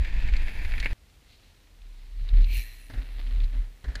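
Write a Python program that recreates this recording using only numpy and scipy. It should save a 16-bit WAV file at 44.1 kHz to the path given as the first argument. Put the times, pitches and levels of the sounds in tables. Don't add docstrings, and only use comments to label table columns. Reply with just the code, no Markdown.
import sys
import numpy as np
from scipy import signal
from scipy.fft import rfft, irfft
from scipy.io import wavfile
from scipy.ndimage import uniform_filter1d, map_coordinates

SR = 44100
rng = np.random.default_rng(int(sys.argv[2]) if len(sys.argv) > 2 else 0)


def put_to_file(sound):
    columns = np.atleast_2d(sound).T
    safe = np.clip(columns, -1, 1)
    whole_steps = np.round(safe * 32767)
    wavfile.write(sys.argv[1], SR, whole_steps.astype(np.int16))


N = 176400
T = np.arange(N) / SR
PAWL_SCATTER_DB = 1.3


def amp(db):
    return 10 ** (np.asarray(db) / 20)

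def unit(x):
    return x / np.sqrt(np.mean(x ** 2))

def noise():
    return rng.standard_normal(N)

def curve(rows, column=1):
    rows = np.array(rows)
    return np.interp(T, rows[:, 0], rows[:, column])

def colour(x, tone):
    hz, db = np.array(tone).T
    index = np.arange(N)
    bins_hz = index[:N // 2 + 1] * SR / N
    gain = unit(amp(np.interp(np.log(bins_hz + 1), np.log(hz), db)))
    cepstrum = irfft(np.log(gain), N) * (1 + np.sign(index)) * (index < N // 2)
    response = irfft(np.exp(rfft(cepstrum)), N)
    return signal.fftconvolve(x, response[:SR // 10])[:N]

def walk(rate_hz):
    hold = int(SR / rate_hz)
    steps = np.repeat(noise()[:N // hold + 1], hold)
    return unit(uniform_filter1d(uniform_filter1d(steps, hold), hold)[:N])

def blow(start_s, decay_s, attack_s=0.00096):
    age = np.maximum(T - start_s, 0)
    return (1 - np.exp(-age / attack_s)) * np.exp(-age / decay_s)

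def swell(peak_s, half_s):
    return np.exp(-((T - peak_s) / half_s) ** 2)

def throbs(rows):
    return sum(amp(db) * swell(s, half) * np.cos(2 * np.pi * hz * (T - s)) for s, hz, db, half in rows)

def ratchet(rate_hz, decay_s=0.003):
    clicks = np.cumsum(rate_hz) / SR
    size = amp(PAWL_SCATTER_DB * noise()[clicks.astype(int)])
    return unit(size * np.exp(-(clicks % 1) / rate_hz / decay_s) * noise())

def gravel(rate_hz, spread_db, hiss_db):
    stones = (rng.random(N) < rate_hz / SR) * np.sign(noise())
    size = amp(spread_db * np.minimum(rng.exponential(size=N), np.e))
    return unit(unit(stones * size) + amp(hiss_db) * noise())


# mode in Hz, level in dB.
PAWL_MODES = [(1900, -2), (2330, -3), (2720, -2.5), (4200, -1.5), (5950, -8.5), (6800, -12), (8000, -8),
              (9050, -10), (10150, -6.5), (11500, -10), (13100, -6), (14200, -3)]

def hub_ring(rate_hz, doppler, detune=0.021, decay_s=0.0026, attack_s=0.0014):
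    clicks = np.cumsum(rate_hz) / SR
    age, click = (clicks % 1) / rate_hz, clicks.astype(int)
    ring = 0
    for hz, db in PAWL_MODES:
        strength = amp(db + 2 * PAWL_SCATTER_DB * noise()[click] + 2 * walk(18))
        pitch_hz = hz * doppler * (1 + detune * noise()[click])
        ring += strength * np.sin(2 * np.pi * (pitch_hz * age + rng.random(N)[click]))
    return unit(ring * np.exp(-age / decay_s) * (1 - np.exp(-age / attack_s)))

# time in seconds, clicks per second.
PAWL_RATE = [(2.4, 121), (2.56, 123), (2.66, 110), (2.78, 125), (2.88, 114), (3.1, 100)]
# time in seconds, centre in Hz, level in dB.
SHEEN = [(2.42, 14100, -86), (2.55, 13900, -50), (2.66, 12750, -62), (2.76, 11200, -69), (2.85, 10100, -68),
         (3.05, 9700, -90)]
# frequency in Hz, relative gain in dB.
RASP_EQ = [(1200, -33), (1900, 2.5), (2600, -2), (4100, -5.5), (8000, -13), (10300, -2), (12000, -8),
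           (15200, -5)]
TREES_EQ = [(1000, -2), (3000, -4), (15000, -15)]

def flying_hub(pass_s=2.572, speed_m_s=11.7, miss_m=0.28, sound_m_s=343, soil_lag_s=0.0003):
    along_m = speed_m_s * (T - pass_s)
    near = miss_m / np.hypot(along_m, miss_m)
    doppler = 1 / (1 + speed_m_s / sound_m_s * along_m * near / miss_m)
    shade_db = -5 * np.clip((pass_s - T) / 0.069, 0, 2)
    rate_hz = curve(PAWL_RATE)
    hub = unit(hub_ring(rate_hz, doppler) + amp(-1) * colour(ratchet(rate_hz), RASP_EQ))
    hub *= near * amp(-41.5 + shade_db)
    hub += amp(-11.5) * map_coordinates(hub, [(T - soil_lag_s * near) * SR])
    band = signal.sosfilt(signal.butter(2, 600, fs=SR, output="sos"), ratchet(rate_hz))
    carrier = np.cos(2 * np.pi * np.cumsum(curve(SHEEN)) / SR)
    sheen = unit(band * carrier) * amp(curve(SHEEN, column=2))
    trees = unit(colour(noise() * blow(0.013, decay_s=0.12, attack_s=0.016), TREES_EQ)) / np.sqrt(N)
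    return hub + sheen + amp(-9.5) * signal.fftconvolve(hub, trees)[:N]

WHOOSH_EQ = [(300, -12), (1300, -35), (2000, -19), (2280, 2.5), (2750, -3), (3200, -12), (3700, -15),
             (4100, -6), (4800, -19), (9000, -33)]

def whoosh():
    return colour(noise(), WHOOSH_EQ) * amp(-41) * swell(2.554, half_s=0.068)

# time in seconds, level in dB.
SHAKE = [(.93, -68), (1.72, -58), (1.85, -42), (2.08, -42), (2.23, -25.5), (2.3, -31.5), (2.335, -14),
         (2.42, -12.5), (2.48, -24.5), (2.58, -23), (2.66, -38.5), (2.8, -47), (2.93, -42.5), (3.1, -35.5),
         (3.33, -22.5), (3.45, -20.5), (3.51, -30.5), (3.6, -21), (3.69, -39), (3.8, -57.5), (4, -47)]
# peak in seconds, pitch in Hz, level in dB, half length in seconds.
HEAVES = [(2.945, 104, -41, 0.024), (2.988, 40.4, -19.5, 0.022), (3.89, 52, -20, 0.018),
          (3.967, 38.8, -29, 0.021)]
SOIL_EQ = [(20, -12), (45, 2), (68, -6.5), (90, -6), (115, -13.5), (140, -26), (215, -39.5), (370, -35),
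           (900, -76)]

def soil(pitch_hz=36.1, wander=0.0693):
    hz = pitch_hz * (1 + wander * walk(25.06))
    wobble = np.sqrt(2) * np.sin(2 * np.pi * np.cumsum(hz) / SR)
    rumble = amp(-14) * colour(noise(), SOIL_EQ)
    return (wobble + rumble) * amp(curve(SHAKE)) + throbs(HEAVES)

# start in seconds, level in dB, decay in seconds.
WHEEL_HITS = [(2.287, -49.5, 0.0098), (2.369, -53, 0.022), (2.898, -38.5, 0.017), (2.935, -41, 0.03),
              (2.975, -45.5, 0.042), (3.395, -49, 0.015), (3.525, -49, 0.11), (3.841, -38, 0.02),
              (3.88, -44, 0.081), (3.956, -45.5, 0.031)]
# start in seconds, level in dB.
SLAPS = [(1.816, -50), (2.289, -36.5), (2.369, -42), (2.443, -35.5), (2.528, -36), (2.899, -46),
         (2.937, -43.5), (3.271, -43), (3.402, -39), (3.843, -42)]
THUMP_EQ = [(90, 10.5), (150, 5), (200, -5), (255, 5.5), (340, -5.5), (450, -4), (800, -8.5), (1150, -12),
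            (1500, -5), (1850, -1.5), (2700, -17), (4200, -18), (6000, -26), (15000, -45)]
SLAP_EQ = [(700, -7), (1500, -20), (2400, 4.5), (3300, 3.5), (4200, 5), (5500, -14), (9000, -31)]
SLAM_EQ = [(400, -16), (1000, -12), (1700, 6.5), (2500, -11), (3100, 1.5), (3600, -7), (4250, 5.5),
           (5700, -14), (6900, -8), (8200, -17), (9500, -17), (15000, -35)]

def impacts():
    thumps = noise() * sum(amp(db) * blow(s, decay) for s, db, decay in WHEEL_HITS)
    slaps = noise() * sum(amp(db) * blow(s, decay_s=0.0034) for s, db in SLAPS)
    slam = noise() * amp(-28) * blow(3.9537, decay_s=0.0036, attack_s=0.00035)
    return colour(thumps, THUMP_EQ) + colour(slaps, SLAP_EQ) + colour(slam, SLAM_EQ)

# peak in seconds, pitch in Hz, level in dB, half length in seconds.
CHEST_JOLTS = [(.012, 54.1, -13, 0.015), (.332, 44.5, -13, .02), (.66, 59.3, -23, 0.013)]

def bumps():
    thud = noise() * amp(-27.5) * blow(0.8565, decay_s=0.004)
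    return throbs(CHEST_JOLTS) + colour(thud, THUMP_EQ)

# time in seconds, level in dB.
WIND_LEVEL = [(0.0, -21.5), (0.076, -30), (0.176, -19), (0.204, -28), (0.262, -16), (0.302, -25),
              (0.39, -20), (0.448, -21.5), (0.534, -34.5), (0.594, -24), (0.616, -28), (0.708, -22),
              (0.888, -29), (0.92, -23.5)]
WIND_EQ = [(10, -24), (15, 4), (27, 2.5), (41, -3), (61, -12), (125, -31.5), (280, -43.5), (390, -76),
           (660, -120)]

def wind():
    rumble = colour(noise(), WIND_EQ)
    envelope = uniform_filter1d(np.abs(signal.hilbert(rumble)), SR // 20)
    return unit(rumble / envelope ** 0.89) * amp(curve(WIND_LEVEL))

# start in seconds, level in dB, chain level relative to that in dB.
FRAME_HITS = [(0.0476, -31.5, -11), (0.285, -33, -11), (0.3354, -33, -8), (0.356, -36.5, -14),
              (.365, -39.5, 6), (0.4817, -31, -11), (.595, -40, -14), (0.6472, -30.5, -10.5),
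              (.7188, -31.5, -11), (0.7376, -29, -23), (.7796, -31, -10), (0.8, -38.5, 10),
              (.827, -26, -15), (0.844, -32.5, -3.5), (0.858, -20, -25)]
CASE_EQ = [(200, -9.5), (800, -14.5), (1200, -16.5), (1750, -0.5), (2300, 5), (2700, -4), (3100, -15),
           (4300, -18), (6000, -43), (15000, -37)]
CHAIN_EQ = [(800, -25.5), (1700, 0.5), (3200, 0), (4300, 7), (5600, -8.5), (7500, -10), (9500, -20),
            (15000, -44)]

def knocks(decay_s=0.0048, rebound_s=0.0077):
    frame = chain = 0
    for s, db, chain_db in FRAME_HITS:
        frame += amp(db) * (blow(s, decay_s) + amp(-11) * blow(s + rebound_s, decay_s))
        chain += amp(db + chain_db) * blow(s, decay_s=0.0042)
    return colour(frame * noise(), CASE_EQ) + colour(chain * noise(), CHAIN_EQ)

RIDE_EQ = [(120, -30.5), (200, -1), (419, -9.5), (800, -10.5), (912, -8), (1240, -16.5), (1810, 1),
           (2020, -4.5), (2290, -0.5), (2650, -2), (2850, -11), (3410, -11), (4810, -16), (5450, -24.5),
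           (7280, -26), (8570, -32), (15000, -36)]

def rider_tyres():
    return colour(gravel(1100, spread_db=4, hiss_db=1), RIDE_EQ) * amp(-45 + 1.3 * walk(130))

# time in seconds, level in dB.
ROLL_LEVEL = [(1.2, -72), (1.8, -68.5), (2.13, -67), (2.27, -59), (2.39, -49), (2.47, -58.5), (2.6, -57.5),
              (2.88, -67.5), (2.93, -56), (3.07, -55.5), (3.28, -54), (3.43, -53.5), (3.49, -58.5),
              (3.56, -58.5), (3.66, -62), (3.82, -67.5), (3.86, -63), (4, -55.5)]
# peak in seconds, pitch in Hz, level in dB, half length in seconds.
TYRE_HUMS = [(2.39, 269, -50.5, 0.033), (3.0, 271, -53, .035), (3.3, 250, -51.5, 0.0315),
             (3.42, 234.5, -53, 0.044), (3.56, 251, -48.5, 0.032)]
# peak in seconds, level in dB, half length in seconds.
GRIT_SCRUBS = [(1.324, -61, 0.059), (1.47, -65.5, 0.073), (2.002, -68, 0.16), (2.25, -63, 0.081),
               (2.424, -52.5, 0.022), (3.22, -64.5, .09), (3.442, -50.5, 0.009)]
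ROLL_EQ = [(130, -30), (250, -3.5), (374, -12), (470, -10), (842, -15.5), (1500, -14), (1970, -8.5),
           (3500, -14.5), (4060, -12.5), (5380, -27.5), (8830, -63), (9990, -35), (11900, -48),
           (14500, -36)]
SCRUB_EQ = [(1000, -28.5), (2100, -1), (2850, 1), (3400, 1), (4150, 5), (5500, -10), (15000, -30)]

def jump_tyres():
    roll = colour(gravel(450, spread_db=5.5, hiss_db=-1.5), ROLL_EQ)
    roll *= amp(curve(ROLL_LEVEL) + 1.02 * walk(50))
    scrubs = gravel(710, spread_db=5, hiss_db=7)
    scrubs *= sum(amp(db) * swell(s, half) for s, db, half in GRIT_SCRUBS)
    return roll + throbs(TYRE_HUMS) + colour(scrubs, SCRUB_EQ)

# time in seconds, clicks per second, level in dB.
RIDER_HUB = [(.25, 104, -87), (.46, 126, -68), (.65, 124, -66), (.78, 110, -63.5), (.93, 120, -69)]
RIDER_HUB_EQ = [(5000, -37), (8600, -16), (9500, -3), (10600, 2), (11700, -22), (12800, -3), (13400, -8),
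                (14200, 0), (15200, -19)]

def rider_hub():
    return colour(ratchet(curve(RIDER_HUB)), RIDER_HUB_EQ) * amp(curve(RIDER_HUB, column=2))

# time in seconds, level in dB.
FAR_LEVEL = [(2.66, -95), (2.75, -61.5), (2.9, -70), (4, -74.5)]

def far_hub(rate_hz=125):
    eq = [(5000, -6), (8100, -4), (9100, -13), (9850, 7), (10600, -12), (12400, -17),
          (14100, 2), (15000, -5)]
    return colour(ratchet(rate_hz * (1 + 0.02 * walk(5))), eq) * amp(curve(FAR_LEVEL))

FOREST_EQ = [(32, -15), (50, 4), (98, -4), (221, -15), (478, -21), (1350, -26), (3930, -26), (15000, -38)]

def forest():
    return colour(noise(), FOREST_EQ) * amp(-59 + 0.5 * walk(5.8))

def scene(cut_s=0.932):
    ride = wind() + rider_tyres() + rider_hub() + bumps() + knocks()
    jump = soil() + jump_tyres() + impacts() + flying_hub() + whoosh() + far_hub() + forest()
    return np.where(T < cut_s, ride, jump)[None]

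def record(dry, top_hz=14900):
    return signal.sosfilt(signal.ellip(8, 0.2, 70, top_hz, fs=SR, output="sos"), dry)


dry = scene()
out = record(dry)
put_to_file(out)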